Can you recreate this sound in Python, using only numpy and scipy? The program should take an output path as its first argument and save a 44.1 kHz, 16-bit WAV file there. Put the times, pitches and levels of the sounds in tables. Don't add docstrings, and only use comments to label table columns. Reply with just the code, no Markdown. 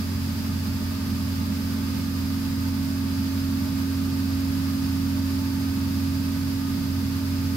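import sys
import numpy as np
from scipy import signal
from scipy.fft import rfft, irfft
from scipy.io import wavfile

SR = 44100
rng = np.random.default_rng(int(sys.argv[2]) if len(sys.argv) > 2 else 0)


def dump(signal):
    limited = np.clip(np.atleast_2d(signal).T, -1, 1)
    pcm = np.round(limited * 32767).astype(np.int16)
    wavfile.write(sys.argv[1], SR, pcm)


N = 333396
T = np.arange(N) / SR
HZ = np.fft.rfftfreq(N, 1 / SR)


def amp(db):
    return 10 ** (np.asarray(db) / 20)


def unit_rms(x):
    return x / np.sqrt(np.mean(x ** 2) + 1e-20)


def on_bins(points):
    hz, value = np.transpose(points)
    return np.interp(np.log(HZ + 1), np.log(hz + 1), value)


def pan(side_db):
    return amp(np.array([[.5], [-.5]]) * side_db)


def drift(rate_hz):
    lowpass = np.exp(-(HZ / rate_hz) ** 2)
    return unit_rms(irfft(rfft(rng.standard_normal(N)) * lowpass, N))


def noise_pair(correlation):
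    left, other = rng.standard_normal((2, 2 * len(HZ))).view(complex)
    right = correlation * left + np.sqrt(1 - correlation ** 2) * other
    return np.array([left, right])


def drum_speed_hz(start_hz=44.58, full_hz=45.4, settle_s=5.9):
    return full_hz - (full_hz - start_hz) * np.exp(-T / settle_s)


def drum_tone(order, level_db, side_db, lead_rad):
    turns = np.cumsum(drum_speed_hz()) / SR
    phase = 2 * np.pi * (order * turns + rng.random())
    return np.sqrt(2) * amp(level_db) * pan(side_db) * np.sin([phase + lead_rad, phase])


# order, on-resonance level/dB, resonance f/Hz, width/Hz, waver/dB, L-R/dB, left lead/rad
RESONANT_ORDERS = [(2, -30.5, 89, 12, 0.86, -2, 0.068), (5, -33, 222, 7.5, 0.4, 0.5, 0.034),
                   (6, -28, 270.15, 2.36, 0.14, -4.5, 0.38)]
# order, level/dB, L-R/dB, left lead/rad
WEAK_ORDERS = [(1, -57, -5.5, 1), (3, -62, -4, 0), (4, -44.5, -3, 0.45), (7, -54.5, 0.5, 2),
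               (9, -63.5, -8, 4), (11, -66, 7, -0.5), (14, -69, -14, -3.5), (18, -66, 9, -0.5)]


def hum(weak_waver_db=1.5, waver_hz=3):
    tones = np.zeros((2, N))
    for order, peak_db, hz, width_hz, waver_db, side_db, lead_rad in RESONANT_ORDERS:
        detune_hz = order * drum_speed_hz() - hz
        loss_db = 10 * np.log10(1 + (2 * detune_hz / width_hz) ** 2)
        tones += drum_tone(order, peak_db - loss_db + waver_db * drift(waver_hz), side_db, lead_rad)
    for order, level_db, side_db, lead_rad in WEAK_ORDERS:
        tones += drum_tone(order, level_db + weak_waver_db * drift(waver_hz), side_db, lead_rad)
    return tones


# f/Hz, L-R/dB
NOISE_BALANCE = [(60, -5), (110, -2.5), (200, -3.5), (380, -4), (700, -4), (1290, 0), (2380, -2.5),
                 (4400, -1), (8120, 0.5), (15000, -2.0)]
# f/Hz, L/R correlation
NOISE_CORRELATION = [(30, 0.78), (80, 0.94), (120, 0.91), (150, 0.75), (200, 0.99), (400, 0.83),
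                     (480, 0.25), (700, 0.25), (900, 0.28), (1300, 0.33), (2000, 0), (16000, 0)]


def resonant_noise(broadband, resonances):
    spectrum = noise_pair(on_bins(NOISE_CORRELATION)) * amp(on_bins(broadband))
    spectrum *= pan(on_bins(NOISE_BALANCE))
    for hz, width_hz, peak_db, side_db, correlation in resonances:
        peak = 1 / (1 + 2 * ((HZ - hz) / width_hz) ** 2)
        spectrum += noise_pair(correlation) * peak * amp(peak_db) * pan(side_db)
    return unit_rms(irfft(spectrum, N))


# f/Hz, relative level/dB
CHURNING_AIR = [(20, -23), (39, -22), (51, -9.5), (62, -7), (76, -4.5), (110, 1), (150, -7.5), (190, -2),
                (222, -3.5), (235, -4), (280, -12.5), (335, -12.5), (430, -20), (700, -38)]
# f/Hz, width/Hz, relative level/dB, L-R/dB, L/R correlation
TUB_ROOM_MODES = [(73.5, 8, -4.5, -2, 1), (133.4, 10.8, 1, 5, 0.99), (161.7, 8.6, 2.5, -8.5, 0.97),
                  (202.4, 11.6, 1.5, -4, 0.97), (210, 8.1, 4.5, -5, 0.86), (248, 4.3, -2, 6, 1),
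                  (329.5, 5.9, -13, -5, 0.96), (381.5, 7, -10.5, -3, 0.7)]


def rumble():
    return resonant_noise(CHURNING_AIR, TUB_ROOM_MODES)


# f/Hz, relative level/dB
RUSHING_AIR = [(200, -30), (450, 0), (540, 2), (740, -1), (1100, 2.5), (1650, 1.5), (2100, 0.5), (3300, -1),
               (4400, 1.5), (5800, -3), (8300, -8), (10300, -7.5), (12500, -2), (15700, -7.5)]
# f/Hz, width/Hz, relative level/dB, L-R/dB, L/R correlation
HOUSING_MODES = [(596, 23, 12.5, -3, -0.55), (624, 9.4, 10.5, -6, -0.076), (878, 29, 6, 5, 1),
                 (931, 27, 4.5, -4, 0.79), (1130, 20, 4, -11, -0.2), (1203, 31, 9.5, 0, 0.5),
                 (1245, 13, 10, 11, 0.2), (1370, 12, 4.5, -5, 0.27), (1509, 44, 5.5, -2, 0.15),
                 (1660, 370, -1, -5, -0.55), (2430, 28, -9, 1, 0), (2655, 52, 1.5, -8.5, -0.25),
                 (4610, 300, -1, -3, 0.27), (4967, 300, 5.5, -2.5, 0.06)]


def whirr(flutter_db=0.46, flutter_hz=25):
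    return resonant_noise(RUSHING_AIR, HOUSING_MODES) * amp(flutter_db * drift(flutter_hz))


def room(x, wet_db=-10, t60_s=0.34):
    taps = SR // 2
    tail = rng.standard_normal((2, taps)) * 1000 ** (-T[:taps] / t60_s)
    tail /= np.linalg.norm(tail, axis=1, keepdims=True)
    primed = np.concatenate([x[:, -taps:], x], axis=1)
    reflections = signal.fftconvolve(primed, tail, axes=1)[:, taps:taps + N]
    return x + amp(wet_db) * reflections


def scene(rumble_db=-33.0, whirr_db=-38.0):
    return hum() + amp(rumble_db) * rumble() + amp(whirr_db) * unit_rms(room(whirr()))


def record(dry, cutoff_hz=15790):
    lowpass = signal.firwin(1023, cutoff_hz, window=("kaiser", 9), fs=SR)
    return signal.oaconvolve(dry, lowpass[None], "same")


dry = scene()
out = record(dry)
dump(out)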